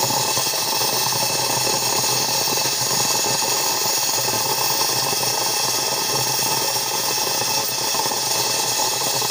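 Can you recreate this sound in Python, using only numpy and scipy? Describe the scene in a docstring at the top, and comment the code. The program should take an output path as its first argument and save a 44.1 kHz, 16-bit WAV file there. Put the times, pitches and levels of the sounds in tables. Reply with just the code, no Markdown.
"""A gas brazing torch plays on a spot of metal inside an open appliance cabinet, close by.
The gas jet hisses steadily, with a thin whistle on top. The flame flutters against the metal in quick,
uneven puffs that boom in the cabinet, and falters once with a spit as the filler rod melts.
Echoes from the walls shift as the hand drifts. Jet and flame are both noise, shaped by the
pitches at which the torch head and the cabinet ring."""
import sys
import numpy as np
from scipy import signal
from scipy.fft import rfft, irfft
from scipy.io import wavfile

SR = 44100
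rng = np.random.default_rng(int(sys.argv[2]) if len(sys.argv) > 2 else 0)


def master(y):
    """Save y as 16-bit WAV."""
    cut = np.clip(np.atleast_2d(y).T, -1, 1)
    pcm = np.round(cut * 32767)  # scale
    wavfile.write(sys.argv[1], SR, pcm.astype(np.int16))


N = 410130
TIME = np.arange(N) / SR
HZ = np.fft.rfftfreq(8192, 1 / SR)

# How the cabinet's boom rises and falls. Each row: time in seconds, relative level in dB.
BOOM_LEVELS = [(0, -33), (0.3, -39), (0.55, -42), (1.1, -37.5), (3.3, -37), (3.75, -46), (4.35, -36),
               (4.75, -42.9), (5.2, -35.5), (5.7, -43.5), (6.2, -37), (7.0, -41), (7.4, -35), (7.8, -41),
               (9.3, -40)]


def from_db(db):
    """Turns decibels into a gain."""
    return 10 ** (np.asarray(db) / 20)


def add(mix, start_s, sound):
    """Mixes a sound in at its start time."""
    part = mix[max(round(start_s * SR), 0):][:len(sound)]
    part += sound[:len(part)]


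def curve(rows):
    """Joins (time, value) rows with straight lines, giving a value for every sample."""
    return np.interp(TIME, *np.transpose(rows))


def swing(rows):
    """How far a curve lies above or below its own average."""
    return curve(rows) - np.mean(curve(rows))


def wander(rate_hz):
    """A random wobble of typical size 1, with little motion faster than rate_hz."""
    hz = np.fft.rfftfreq(N, 1 / SR)
    wobble = irfft(rfft(rng.standard_normal(N)) / (1 + (hz / rate_hz) ** 4), N)
    return wobble / wobble.std()


def below(edge_hz, steepness):
    """The share of power kept at each frequency: near 1 below the edge, near 0 above it."""
    return 1 / (1 + (HZ / edge_hz) ** steepness)


def bell(hz, centre_hz, width_hz, height_db):
    """One peak or dip in the tone, in dB at each frequency."""
    return height_db / (1 + (2 * (hz - centre_hz) / width_hz) ** 2)


def ringing(tone, share):
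    """How cabinet and torch head ring after one click, coloured by a share of a source's tone."""
    # Peaks and dips of the air in the cabinet. Each row: centre in Hz, width in Hz, height in dB.
    cabinet_peaks = [(129,20,9), (304,63,-4), (449,20,4.5), (545.4,43.4,14), (651,67,14), (738,23,-4.5),
                     (784.3,192,15), (859,39,4.5), (952,16,-6), (1050,48,9.5), (1148,28,5.5), (1261,46,10),
                     (1447,110,-9), (1565,38,5.5), (1803,18,7.5), (2135,12,-6.5), (2293,41,-19)]
    # Peaks and dips of the torch head. Each row: centre in Hz, width in Hz, height in dB.
    nozzle_peaks = [(2627,120,15), (3062,202,-10), (3240,230,10), (3455,120,8), (3707,62,7.5), (3933,95,13),
                    (4207,340,9), (4410,150,11), (4605,55,8.5), (4770,65,7.5), (4880,59,-7), (4965,50,3.5),
                    (5170,260,3), (5400,80,-7), (5814,186,-4.5), (6020,340,-3.5), (6640,45,-5),
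                    (7100,153,3.5), (7445,140,7), (8390,159,-9), (8420,440,7.5), (9400,111,3.5),
                    (11570,241,3.6), (11930,159,-4), (12330,81,5), (14000,358,4), (14593,138,3.9)]
    tone_hz, tone_db = np.transpose(tone)
    db = np.interp(np.log(HZ + 1), np.log(tone_hz), tone_db)
    db += sum(bell(HZ, *peak) for peak in cabinet_peaks + nozzle_peaks)
    log_gain = np.log(from_db(db) * np.sqrt(share) + 1e-5)
    mirrored = np.concatenate([log_gain, log_gain[-2:0:-1]])
    spectrum = np.exp(np.conj(signal.hilbert(mirrored)))  # puts all the ringing after the click
    return np.fft.ifft(spectrum).real[:len(HZ) // 2]


def turbulence(ring, band_hz, strength=1):
    """Swirling gas: noise sent through a ring, scaled to a typical size of 1 inside the band."""
    spectrum = rfft(rng.standard_normal(N) * strength) * rfft(ring, N)
    hz = np.fft.rfftfreq(N, 1 / SR)
    in_band = (hz > band_hz[0]) & (hz < band_hz[1])
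    return irfft(spectrum, N) / irfft(spectrum * in_band, N).std()


def gas_jet(hiss_db=-25, fizz_db=-0.3, flicker_db=0.91):
    """Gas rushes from the nozzle: a hiss, a finer fizz and a fuzzy whistle flicker together."""
    # The jet's overall tone. Each row: frequency in Hz, relative level in dB.
    jet_tone = [(300, -42.5), (1300, -21.5), (1800, -16.5), (2450, -21), (3000, -19), (4200, -22.5),
                (5500, -5), (6700, -14), (7700, -20), (8900, -11.5), (11000, -19.5), (13900, -23.5),
                (14700, -15), (15450, -12)]
    # The fizz swells as jet and rod move over the spot. Each row: time in seconds, relative level in dB.
    fizz_levels = [(0, -32.9), (0.5, -30.6), (0.75, -33), (1.35, -31), (2.65, -33.5), (3.1, -30.5),
                   (3.6, -32.5), (5.7, -30.5), (5.95, -33.6), (6.3, -29.5), (6.9, -33), (8.2, -32.5),
                   (8.95, -30.5), (9.3, -32)]
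    # How the whistle rises and falls. Each row: time in seconds, relative level in dB.
    whistle_levels = [(0, -33.0), (0.8, -30.5), (1.7, -35.2), (1.9, -30.6), (2.6, -32), (3.4, -35.4),
                      (3.65, -30.5), (4.7, -30), (5.9, -35.1), (6.3, -29.5), (8.1, -33.5), (9.3, -32)]
    under_fizz, under_whistle = below(7060, steepness=30), below(14500, steepness=100)
    hiss = turbulence(ringing(jet_tone, under_fizz), band_hz=(3000, 7200))
    fizz_ring = ringing(jet_tone, under_whistle * (1 - under_fizz))
    fizz = turbulence(fizz_ring, band_hz=(7500, 14000), strength=from_db(0.5 * wander(33)))
    whistle_ring = ringing(jet_tone, 1 - under_whistle)
    whistle = turbulence(whistle_ring, band_hz=(14300, 15500), strength=from_db(wander(45)))
    hiss *= from_db(hiss_db + 0.2 * swing(fizz_levels)) * falter(lull_db=-0.5, spit_db=-3)
    fizz *= from_db(fizz_db + curve(fizz_levels)) * falter(lull_db=-3.5, spit_db=4)
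    whistle *= from_db(curve(whistle_levels)) * falter(lull_db=-4, spit_db=11)
    return (hiss + fizz + whistle) * from_db(flicker_db * wander(22))


def echo_pattern(hz, times, width_hz, length_s):
    """Many echoes add up to a random pattern of strength and phase, smooth over pitch and time."""
    blur = np.exp(-0.5 * ((hz - hz.mean()) / width_hz) ** 2
                  - 0.5 * ((times - times.mean()) / length_s) ** 2)
    real, imaginary = rng.standard_normal((2, *blur.shape))
    pattern = np.fft.ifft2(np.fft.fft2(real + 1j * imaginary) * np.fft.fft2(blur))
    return pattern / pattern.std()


def moving_hand(sound):
    """The hand moves the nozzle: the gap to the metal changes pitch and the wall echoes drift."""
    # Tuning of the gap between nozzle and metal. Each row: time in seconds, its upper peak in Hz.
    gap_tuning = [(0, 6790), (.9, 6460), (1.6, 6670), (2.4, 6650), (3.3, 6730), (4.8, 6570), (5.9, 6580),
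                  (7.2, 6560), (9.3, 6700)]
    # Echoes from the walls. Each row: frequency in Hz, strength compared with the direct sound.
    wall_echoes = [(2600, 0.13), (4200, 0.7), (5500, 0.34), (6300, 0.69), (15000, .65)]
    # Short waves shimmer as the hand trembles. Each row: frequency in Hz, strength compared likewise.
    shimmer = [(3000, .1), (5500, .17), (7500, .42), (12000, .62)]
    hz, times, spectra = signal.stft(sound, SR, nperseg=2048, noverlap=1536)
    hz = hz[:, None]
    upper_hz = np.interp(times, *np.transpose(gap_tuning))
    rise_hz = upper_hz - upper_hz.mean()
    # As the gap tunes upward, its lower peak fades and its upper one grows.
    lower_db = bell(hz, centre_hz=5600, width_hz=400, height_db=4 - 0.01 * rise_hz)
    upper_db = bell(hz, centre_hz=upper_hz, width_hz=360, height_db=12 + 0.0323 * rise_hz)
    drift_size = np.interp(hz, *np.transpose(wall_echoes))
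    tremor_size = np.interp(hz, *np.transpose(shimmer))
    drift = drift_size * echo_pattern(hz, times, width_hz=15.7, length_s=0.7)
    tremor = tremor_size * echo_pattern(hz, times, width_hz=60, length_s=0.05)
    # Echoes add to the direct sound at some pitches and cancel it at others.
    echo_gain = abs(1 + drift + tremor) / np.sqrt(1 + drift_size ** 2 + tremor_size ** 2)
    shaped = spectra * echo_gain * from_db(lower_db + upper_db)
    return signal.istft(shaped, SR, nperseg=2048, noverlap=1536)[1][:N]


def flame(roar_db=-30, rumble_db=-42.5):
    """The flame roars and rumbles; each puff rings the cabinet and sets its deepest note booming."""
    # The flame's overall tone. Each row: frequency in Hz, relative level in dB.
    flame_tone = [(20, -41), (50, -33.5), (85, -23), (115, -8.5), (200, -11), (400, 1), (730, -25.5),
                  (900, -0.5), (1300, -22.5), (1800, -15.5), (2450, -24), (4000, -32.5), (8000, -49.5)]
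    # How the roar rises and falls, puffs included. Each row: time in seconds, relative level in dB.
    roar_levels = [(0, -24.5), (0.55, -28.0), (1.0, -26.1), (3.4, -27), (4.1, -27.5), (4.55, -26),
                   (6.9, -28), (8.05, -26), (8.6, -27.5), (9.3, -27)]
    deep = below(235, steepness=6)
    body_ring, boom_ring = ringing(flame_tone, 1 - deep), ringing(flame_tone, deep)
    strength = flutter()
    roar = from_db(roar_db) * turbulence(body_ring, band_hz=(200, 1400), strength=strength)
    rumble = turbulence(boom_ring, band_hz=(80, 190), strength=strength)
    rumble *= from_db(rumble_db + swing(BOOM_LEVELS))
    for start_s, puff_db, boom_db in puff_schedule():
        burst = puff()
        add(roar, start_s, from_db(puff_db) * ring_out(burst, body_ring, span_s=0.012))
        add(rumble, start_s, from_db(boom_db) * ring_out(burst, boom_ring, span_s=0.051))
    return roar * from_db(swing(roar_levels)) * falter(lull_db=-5) + rumble * falter(lull_db=-2)


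def flutter(flares_per_s=50, fade_s=0.005, calm=0.24):
    """The flame's strength: small flares jump up from a calm level at random and fade."""
    kicks = (rng.random(N) < flares_per_s / SR) * rng.uniform(0.47, 1, N)
    flares = signal.lfilter([1], [1, -np.exp(-1 / (fade_s * SR))], kicks)
    return calm + np.tanh(flares)


def puff_schedule(typical_gap_s=0.041, clear_s=0.022, count=300):
    """When and how hard the flame puffs: a few loud puffs, with unevenly paced softer ones between."""
    # The loudest puffs. Each row: start in seconds, relative levels of the puff and its boom in dB.
    loud_puffs = [(0.025, -12, -37), (0.368, -13, -30), (1.057, -12.5, -33), (1.415, -18, -33),
                  (1.664, -12.5, -32), (1.921, -12, -41), (2.407, -15, -34), (2.996, -11.5, -30),
                  (3.344, -13, -33), (3.85, -12.5, -32), (4.326, -15.5, -31), (4.51, -14, -42),
                  (4.605, -12.5, -38), (4.806, -13, -42), (5.224, -12, -37), (5.37, -14, -43),
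                  (6.206, -16, -33), (7.266, -13, -48), (7.409, -12, -35), (7.941, -15, -37),
                  (8.052, -14.5, -35), (8.392, -13, -31), (9.244, -14, -36)]
    loud = np.asarray(loud_puffs) + [0, -8, -2]  # turns both levels down
    pace, size, depth = rng.standard_normal((count, 3)).T
    starts = np.cumsum(typical_gap_s * np.exp(0.33 * pace))
    puff_db = -25 + 0.7 * size
    boom_db = -41 + 3 * depth + np.interp(starts, TIME, swing(BOOM_LEVELS))
    soft = np.column_stack([starts, puff_db, boom_db])
    nearest_loud_s = abs(starts[:, None] - loud[:, 0]).min(axis=1)
    return np.vstack([loud, soft[(nearest_loud_s > clear_s) & (starts < TIME[-1])]])


def puff(peak_s=0.0054, sharpness=4, grit_db=3, grit_samples=49):
    """A pocket of gas lights: a ragged burst that swells and dies in about a hundredth of a second."""
    age = np.arange(SR // 15) / SR / peak_s
    noise, grit = rng.standard_normal((2, len(age)))
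    grit = np.repeat(grit[:len(age) // grit_samples], grit_samples)
    swell = (age * np.exp(1 - age)) ** sharpness
    return noise * from_db(grit_db * grit) * swell


def ring_out(burst, ring, span_s):
    """A burst sent through a ring, with as much energy as a sound of power 1 lasting span_s."""
    sound = signal.fftconvolve(burst, ring)
    return sound / np.sqrt(np.sum(sound ** 2) / (span_s * SR))


def hump(centre_s, half_width_s):
    """A flat-topped bump of height 1 around one moment."""
    return 1 / (1 + ((TIME - centre_s) / half_width_s) ** 6)


def falter(lull_db, spit_db=0):
    """A layer's gain as the filler rod melts: one short lull, with a spit inside it."""
    lull = hump(centre_s=7.71, half_width_s=0.12)
    spit = hump(centre_s=7.68, half_width_s=0.035)
    return from_db(lull_db * lull + spit_db * spit)


def scene():
    """The hand-held jet and its flame, together in one channel."""
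    return (moving_hand(gas_jet()) + flame())[None]


def record(dry):
    """Cuts away the very highest treble."""
    cutoff_hz = 15520
    lowpass = signal.firwin(1023, cutoff_hz, window=("kaiser", 9), fs=SR)
    return signal.oaconvolve(dry, lowpass[None], "same")


dry = scene()
out = record(dry)
master(out)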